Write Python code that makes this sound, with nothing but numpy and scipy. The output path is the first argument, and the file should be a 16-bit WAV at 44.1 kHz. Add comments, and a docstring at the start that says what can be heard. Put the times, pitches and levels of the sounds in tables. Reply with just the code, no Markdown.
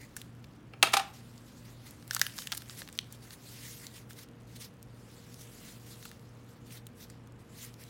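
"""A small room with a bench: close to the microphone, hands take thin paper from a plastic case.
The case clacks as ringing wall modes, a rattle, a hard crack and a hollow air note. The paper snaps as it is
torn and crumpled (short resonant bursts over fine crackle), then hisses as fingers rub and roll it (shaped noise).
A motor hums in sines that beat against the mains, over steady coloured room noise."""
import sys
import numpy as np
from scipy import signal
from scipy.fft import rfft, irfft, next_fast_len
from scipy.io import wavfile
from scipy.ndimage import uniform_filter1d, map_coordinates

SR = 44100
rng = np.random.default_rng(int(sys.argv[2]) if len(sys.argv) > 2 else 0)


def unload_audio(sound):
    """Save the sound as a 16-bit wav file, at the path given as the first command line argument."""
    columns = np.transpose(np.atleast_2d(sound))
    # keep every value between -1 and 1, then stretch to whole-number steps
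    steps = np.round(np.clip(columns, -1, 1) * 32767)
    wavfile.write(sys.argv[1], SR, steps.astype(np.int16))


N = 347949


def amp(db):
    """Gain of a dB value."""
    return 10 ** (np.asarray(db) / 20)


def unit(x):
    """x at rms 1."""
    return x / np.sqrt(np.mean(x ** 2) + 1e-20)


def peaked(x):
    """x with its peak at 1."""
    return x / np.abs(x).max()


def along(points, hz):
    """Values at hz, read from (frequency, value) points on a log frequency axis."""
    point_hz, value = np.transpose(points)
    return np.interp(np.log(hz + 1), np.log(point_hz + 1), value)


def curves(rows):
    """One value per sample for each column after the time."""
    time, *columns = np.transpose(rows)
    return [np.interp(np.arange(N) / SR, time, column) for column in columns]


def wobble(rate):
    """A smooth random curve, rate knots a second."""
    knots = rng.standard_normal(int(N * rate / SR) + 4)
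    return map_coordinates(knots, [np.arange(N) * rate / SR])


def filtered(x, response):
    """x times a response of frequency, with padding for the filter's tail."""
    size = next_fast_len(x.shape[-1] + 8192)
    spectrum = rfft(x, size) * response(np.fft.rfftfreq(size, 1 / SR))
    return irfft(spectrum, size)[..., :x.shape[-1]]


def coloured(x, spectrum):
    """x given a spectrum that falls away outside its points, rms 1."""
    closed = [(spectrum[0][0] * .9, -120), *spectrum, (spectrum[-1][0] * 1.01, -120)]
    return unit(filtered(x, lambda hz: amp(along(closed, hz))))


def resonance(centre_hz, width_hz):
    """A causal resonance applied twice, so that its flanks are steep."""
    return lambda hz: (1j * hz * width_hz / (centre_hz ** 2 - hz ** 2 + 1j * hz * width_hz)) ** 2


def snaps():
    """A break excites a rough ring of the buckled patch, a sharp edge and a flap; now and then a dull low knock
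    sounds."""
    # creases that buckle and fibres that break: (time [s], nominal level [dB], ring frequency [Hz],
    # sharp edge [dB re ring], flap [dB re ring], decay t60 [s])
    snap_rows = [(.166, -20, 8150, -7.5, -12, 0.028), (0.216, -28.5, 3500, 4, -32, 0.015),
                 (0.4427, -37.5, 3120, -3.5, -23, 0.02), (0.924, -32, 7440, 2.5, -32, .015),
                 (1.3787, -38, 4930, -28, -29, 0.016), (1.909, -39, 5300, 12, -22, .01),
                 (2.0256, -37, 4230, -12, -10, 0.013), (2.0783, -39.5, 4330, 15, -18, 0.0074),
                 (2.1097, -13.5, 4630, -8.5, -7.5, 0.01), (2.133, -25, 5250, 4, -12, .014),
                 (2.148, -9, 6400, 0.5, -23, 0.011), (2.165, -15, 4330, -3, -6.5, 0.016),
                 (2.195, -20, 4170, 7.5, -14, 0.015), (2.199, -30, 5000, 2, -14, .01),
                 (2.215, -1.5, 5400, -6, -8.5, 0.015), (2.266, -17, 3120, 3, -10, 0.011),
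                 (2.297, -32, 3100, -4.5, -19, .008), (2.381, -23, 4530, -5, -12, 0.013),
                 (2.3856, -27.5, 5000, -3.5, -20, .01), (2.3873, -17, 4130, -3.5, -14.5, 0.01),
                 (2.421, -27.5, 4000, -3, -9, 0.016), (2.472, -19, 3800, -4.5, -14, .011),
                 (2.5198, -17, 3060, 0.5, -18, 0.0082), (2.5207, -16.5, 4300, -5, -12, 0.0086),
                 (2.5244, -14, 3580, -6.5, -13, 0.018), (2.5344, -25.5, 4010, -6.5, -10, 0.014),
                 (2.549, -25, 4760, 5.5, -12, 0.017), (2.572, -27, 5500, 6.5, -21, 0.018),
                 (2.5761, -22.5, 4550, 8, -23, 0.019), (2.62, -33, 3350, 4, -6.5, 0.014),
                 (2.6967, -25, 4400, -15, -12, 0.0087), (2.8188, -25, 2900, -18.5, -6, 0.012),
                 (2.8881, -32.5, 3000, 1.5, -6, 0.016), (2.9888, -8.5, 3100, -14, -35, 0.0083),
                 (3.125, -37, 7100, 13, -22, 0.02), (3.307, -31, 3190, -9, -12, 0.011),
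                 (3.8677, -23, 5470, -13.5, -24, 0.0095), (4.1075, -33.5, 5100, -10, -5.5, 0.011),
                 (4.132, -35.5, 7060, -1, -33.5, 0.0047), (4.828, -41, 5880, 13.5, -30.5, 0.0092),
                 (5.343, -34.5, 6080, 2.5, -31.5, 0.0073), (6.027, -34, 3600, 3, -11, .012),
                 (6.0535, -33, 3000, 6.5, -5, 0.019), (6.092, -40, 5500, 3, -25, .01),
                 (6.115, -34.5, 4370, 4, -3, 0.0077), (6.707, -37.5, 2200, -25, -27, 0.013),
                 (6.868, -33, 3760, 7, -30.5, 0.015), (7.1, -35, 6380, -20, -10.5, 0.028),
                 (7.649, -32, 6020, 5.5, -17, 0.0098), (7.741, -35.5, 4380, -1, -30, 0.008),
                 (7.838, -31.5, 6360, -22.5, -25, 0.011)]
    # dull low knocks among the snaps: (time [s], peak level [dB], frequency [Hz])
    pop_rows = [(2.195, -39, 910), (2.217, -34, 875), (2.523, -37, 870), (2.535, -41.5, 794),
                (2.817, -45.5, 505), (6.056, -46, 1000)]
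    out, t = np.zeros(N + SR), np.arange(SR // 10) / SR

    for s, db, ring_hz, edge_db, flap_db, t60 in snap_rows:
        fade = amp(-60 * t / t60) * (1 - np.exp(-t / 0.0002))
        push = rng.standard_normal((3, len(t))) * fade
        push[:, 8] += (6, 7, 4.5)  # the instant of breaking: a spike into ring, edge and flap
        ring = peaked(filtered(push[0], resonance(ring_hz, ring_hz * 0.9)))
        edge = peaked(filtered(push[1], resonance(10000, 11000)))
        flap_hz = 1600 * np.exp(.08 * rng.standard_normal())
        flap = peaked(filtered(push[2], resonance(flap_hz, 750)))
        snap = ring + amp(edge_db) * edge + amp(flap_db) * flap
        out[round(s * SR):][:len(t)] += amp(db - 3.5) * snap

    for s, db, pop_hz in pop_rows:
        push = rng.standard_normal(len(t)) * amp(-60 * t / 0.018)
        pop = peaked(filtered(push, resonance(pop_hz, pop_hz * .7)))
        out[round(s * SR):][:len(t)] += amp(db) * pop
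    return out[:N]


def crackle(count=700):
    """Small fibres break at random moments, each a tiny rough burst with its own colour and size."""
    # breaking fibres, strongest while the sheet tears: (time [s], nominal level [dB])
    fibre_levels = [(0, -61.5), (2.05, -63.5), (2.1, -42), (3.0, -47), (3.35, -57), (6, -58), (7.89, -60)]
    fibre_hz, fibre_t60_s, fibre_spread_db = 4950, 0.0073, 4
    t = np.arange(400) / SR
    when, size, pitch = rng.random((count, 3)).T
    start = (when * N).astype(int)
    size_db = curves(fibre_levels)[0][start] - fibre_spread_db * np.log(size + .02)  # a few far louder
    hz = fibre_hz * 4 ** (pitch - .5)  # spread over two octaves
    rough = uniform_filter1d(rng.standard_normal((count, len(t))), size=5, axis=1)
    fade = amp(size_db[:, None] - 60 * t / fibre_t60_s)
    bursts = rough * np.cos(2 * np.pi * hz[:, None] * t) * fade
    places = start[:, None] + np.arange(len(t))
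    return np.bincount(places.ravel(), bursts.ravel(), N + len(t))[:N]


def patchy(x, patchy_db):
    """The contact wanders over the sheet, so the colour shifts in patches of time and frequency."""
    z = signal.stft(x, nperseg=256)[2]
    field = uniform_filter1d(rng.standard_normal(z.shape), size=8, axis=0)
    field = uniform_filter1d(field, size=14, axis=1)
    return signal.istft(z * amp(patchy_db * unit(field)), nperseg=256)[1][:N]


def rubbing():
    """Countless fibres catch and slip: noise whose strength jumps; one swell of it is the case's bright wash."""
    # hands resting on and shifting the paper: (time [s], hiss level [dB])
    contact_levels = [(0, -65), (.12, -68.5), (.34, -73), (.46, -71.5), (.62, -75.5), (.72, -75),
                      (1.1, -66.5), (1.5, -63), (1.76, -65), (2.05, -65.5), (3.3, -69.5), (4.05, -73),
                      (4.8, -75), (5.15, -61), (5.5, -60.5), (5.95, -65.5), (6.18, -68.5), (6.45, -71),
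                      (7.3, -77), (7.89, -66)]
    # single strokes of the fingers; the one at 0.834 s is the bright wash after the case clacks:
    # (loudest time [s], hiss level [dB], rise [s], fall [s], cupped fold [dB re hiss])
    swell_rows = [(.012, -59, 0.025, 0.082, 1.5), (.174, -55, 0.022, 0.12, -30),
                  (0.834, -47, 0.014, 0.26, -33), (1.14, -57.5, 0.018, 0.14, -33),
                  (1.397, -75, 0.038, 0.14, -34), (1.66, -61, 0.034, 0.16, -28),
                  (1.868, -53.5, 0.052, 0.12, -18), (2.141, -47, 0.065, 0.2, -20),
                  (2.223, -45.5, 0.015, 0.15, -26), (2.389, -46.5, 0.076, 0.17, -25),
                  (2.528, -52, 0.058, 0.24, -25), (2.712, -54, 0.052, 0.15, -25),
                  (2.792, -45, 0.05, 0.075, -20), (2.995, -58.5, 0.16, 0.059, -30),
                  (3.141, -58, 0.074, 0.06, -30), (3.231, -56.5, 0.039, 0.21, -30),
                  (3.337, -49, 0.045, 0.028, -36), (3.49, -54, 0.17, 0.54, -36),
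                  (3.66, -49.5, 0.18, 0.37, -14), (3.845, -52.5, 0.17, 0.046, -15),
                  (3.975, -53, 0.094, 0.066, -27), (4.101, -51.5, 0.011, 0.057, -16),
                  (4.19, -51, 0.06, 0.053, -28), (4.232, -55, 0.037, 0.022, -24.5),
                  (4.475, -61.5, .008, 0.31, -26), (4.564, -47, 0.014, 0.019, -15),
                  (4.615, -46.5, 0.029, 0.06, -29), (4.645, -52, 0.063, 0.041, -20),
                  (5.41, -53.5, 0.039, 0.064, -24), (5.68, -54, 0.33, 0.18, -30),
                  (5.915, -53, .1, 0.088, -30), (6.048, -54, 0.16, .12, -30),
                  (6.13, -63, 0.074, 0.033, -36), (6.492, -63.5, 0.029, 0.14, -24),
                  (6.665, -60, 0.031, 0.12, -29.5), (6.725, -51, 0.041, 0.083, -39),
                  (6.773, -51.5, 0.092, 0.022, -37), (7.005, -56.5, 0.061, 0.098, -26),
                  (7.04, -53, 0.083, 0.028, -31), (7.11, -63.5, 0.048, 0.085, -28.5),
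                  (7.4, -64.5, .02, 0.051, -29), (7.58, -56, 0.12, 0.11, -25.5),
                  (7.635, -47.5, 0.08, 0.08, -19), (7.81, -55, 0.041, 0.12, -32)]
    # colour of the hiss: (frequency [Hz], relative level [dB])
    hiss_colour = [(800, -16.5), (1600, -4), (2800, -2.5), (3500, -0.5), (4800, 0), (7000, -2.5),
                   (10700, -9), (15200, -11.5), (15900, -9.5)]
    swell_db, roundness = 20.5, 1.22  # drop at the end of a rise or fall; power law of its shape
    fold_hz, fold_width_hz = 2000, 650
    # strong swells are brighter: sheen centre, level re a firm stroke, growth power, level of a firm stroke
    sheen_hz, sheen_db, sheen_grows, firm_db = 12000, -7, 1.5, -48

    t = np.arange(N) / SR
    grit = amp(0.41 * wobble(900) + 1.2 * wobble(120) + 0.25 * wobble(40))  # catches, clumps, uneven fingers
    slip = patchy(unit(grit * rng.standard_normal(N)), patchy_db=2.5)

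    power, cupped = amp(2 * curves(contact_levels)[0]), np.zeros(N)
    for s, db, rise_s, fall_s, fold_db in swell_rows:
        away = np.abs(t - s) / np.where(t < s, rise_s, fall_s)
        swell = amp(2 * (db - swell_db * away ** roundness))  # doubled dB: swells add as power
        power = power + swell
        cupped = cupped + amp(2 * fold_db) * swell
    strength = np.sqrt(power)

    hiss = strength * coloured(slip, hiss_colour)
    fold = np.sqrt(cupped) * unit(filtered(slip, resonance(fold_hz, fold_width_hz)))
    bright = coloured(filtered(slip, resonance(sheen_hz, sheen_hz)), hiss_colour[2:])
    sheen = amp(sheen_db + firm_db) * (strength / amp(firm_db)) ** sheen_grows * bright
    return hiss + sheen + fold


def case():
    """Every knock rings the plastic walls at new strengths, the air inside, and shakes what lies there."""
    # the case is knocked and its lid bounces: (time [s], nominal level [dB], wall ring [dB re rattle],
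    # hollow note [dB re nominal level], rattle t60 [s])
    clack_rows = [(0.735, -47.5, 10.5, -5.5, 0.015), (0.827, -0.5, -6.5, -25, 0.03),
                  (0.87, -30, 9, -10, 0.04), (0.9333, -16.5, -11, -31, 0.059),
                  (0.9367, -9, -1.5, -16.5, 0.048), (0.968, -11, -10, -9.5, 0.043),
                  (0.995, -23, -0.5, -6, 0.037)]
    # wall modes: (nominal frequency [Hz], relative level [dB], decay t60 [s])
    wall_modes = [(327, -14, 0.07), (424, -7, 0.046), (634, -2.5, 0.051), (943, -6.5, .05),
                  (1054, -10.5, 0.033), (1300, -0.5, 0.045), (1588, -4.5, 0.018), (2342, -1.5, 0.04),
                  (2620, -3, 0.025), (2740, -5, 0.032), (3138, -6.5, 0.022), (3640, -8.5, 0.019),
                  (4370, -11, .02), (5340, -13.5, 0.026)]
    # colour of the loose rattle: (frequency [Hz], relative level [dB])
    rattle_colour = [(150, -46), (250, -29.5), (1320, -1), (1660, -13), (2050, -5.5), (2280, -12),
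                     (2530, -5.5), (4800, -12.5), (5800, -16), (10100, -16.5), (16500, -30)]
    # the air under the lid: (frequency [Hz], width [Hz], t60 of its noise drive [s])
    lid_air = (795, 75, 0.07)
    waver = 0.1  # phase drift of the wall modes, radians a sample
    thin_hz = 170  # the small case radiates little below this
    out, t = np.zeros(N + SR), np.arange(SR // 3) / SR
    hollow_hz, width_hz, drive_t60 = lid_air

    for s, db, ring_db, hollow_db, t60 in clack_rows:
        chance = rng.standard_normal((len(wall_modes), 2))
        ring = np.zeros(len(t))
        for (hz, level, mode_t60), (luck, detune) in zip(wall_modes, chance):
            drift = waver * np.cumsum(rng.standard_normal(len(t)))
            tone = np.sin(2 * np.pi * hz * (1 + 0.0076 * detune) * t + drift)
            fade = amp(level + np.clip(2.0 * luck, -4, 4) - 60 * t / mode_t60)
            ring += fade * tone * (1 - np.exp(-t * hz / 2.2))  # low modes take longer to build

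        rattle = coloured(rng.standard_normal(len(t)), rattle_colour) * amp(-60 * t / t60)

        shaken = rng.standard_normal(len(t)) * amp(-60 * t / drive_t60)
        shaken[:40] += 3 * np.hanning(40)  # the lid pushes the air once
        hollow = peaked(filtered(shaken, resonance(hollow_hz, width_hz)))  # builds up and wavers

        contact = rng.standard_normal(len(t)) * amp(-60 * t / 0.013)
        contact[24] += 5  # the hard edge lands
        crack = 2.0 * peaked(filtered(contact, resonance(3700, 3300)))

        onset = 1 - np.exp(-t / 0.0009)
        knock = amp(-6.5) * (amp(ring_db) * ring + rattle + crack) * onset
        out[round(s * SR):][:len(t)] += amp(db) * (knock + amp(hollow_db) * hollow)
    return filtered(out[:N], lambda hz: (1j * hz / (thin_hz + 1j * hz)) ** 2)


def motor():
    """Twice the shaft speed lies just under twice the mains, so the hum throbs at the slip between them."""
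    # shaft harmonics: (multiple of the shaft speed, mean level [dB rms])
    shaft_orders = [(4, -67.5), (5, -73)]
    # the eighth order comes in: (time [s], mean level [dB rms])
    whine_levels = [(0, -88), (3.2, -88), (3.75, -68.5), (7.89, -68.5)]
    shaft_hz, slip_hz, beat_dip_s = 58.9, 2.17, .58  # the two hums oppose each other at the dip
    t = np.arange(N) / SR
    turn = 2 * np.pi * (shaft_hz * t + .004 * wobble(3))  # the speed is slightly unsteady
    slip = 2 * np.pi * slip_hz * (t - beat_dip_s)
    shaft_hum = amp(-57.5) * np.sin(2 * turn)
    mains_hum = amp(-62) * np.sin(4 * np.pi * shaft_hz * t + slip)
    hum = shaft_hum - mains_hum
    for order, db in shaft_orders:
        hum = hum + amp(db + 2.5 * wobble(3)) * np.sin(order * turn)
    whine = amp(curves(whine_levels)[0] + .6 * wobble(1.4)) * np.sin(8 * turn)
    return np.sqrt(2) * (hum + whine)  # sine peak from rms


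def room(x):
    """Each frequency of the room's answer, a noise tail, dies at its own speed."""
    # reverberation: (frequency [Hz], decay t60 [s])
    room_decay = [(300, 0.27), (800, 0.36), (3000, 0.33), (12000, 0.17), (15500, 0.098), (16200, 0.0022)]
    hz, t, z = signal.stft(rng.standard_normal(SR // 2), SR, nperseg=256)
    fade = amp(-60 * t / along(room_decay, hz)[:, None])
    tail = signal.istft(z * fade, SR, nperseg=256)[1]
    late = np.pad(x, (150, 0))  # the answer starts 150 samples after the direct sound
    return signal.fftconvolve(late, tail / np.linalg.norm(tail))[:N]


def room_noise():
    """Steady noise, strongest in the lows, fills the room."""
    # colour of the room noise: (frequency [Hz], relative level [dB])
    air_colour = [(24, -38.5), (33, -39.5), (42, -11), (70, -13.5), (130, -8.5), (240, -11), (400, -20),
                  (500, -20), (700, -25.5), (1300, -27.5), (2200, -34), (3000, -36), (5000, -51),
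                  (15900, -64.5)]
    return amp(-54.5) * coloured(rng.standard_normal(N), air_colour)


def scene():
    """Hands near, with the room's answer to paper and case; motor and room noise all round."""
    paper, box = snaps() + crackle(), case()
    echo = amp(-21) * room(paper) + amp(-12.5) * room(box)
    return (paper + rubbing() + box + echo + motor() + room_noise())[None]


def record(dry):
    """The hardest peaks are rounded off; nothing is kept above the band limit."""
    overload, top_hz = .95, 16900  # ceiling of the rounding (full scale = 1); band limit
    soft = dry / (1 + np.abs(dry / overload) ** 4) ** (1 / 4)
    return filtered(soft, lambda hz: hz < top_hz)


dry = scene()
out = record(dry)
unload_audio(out)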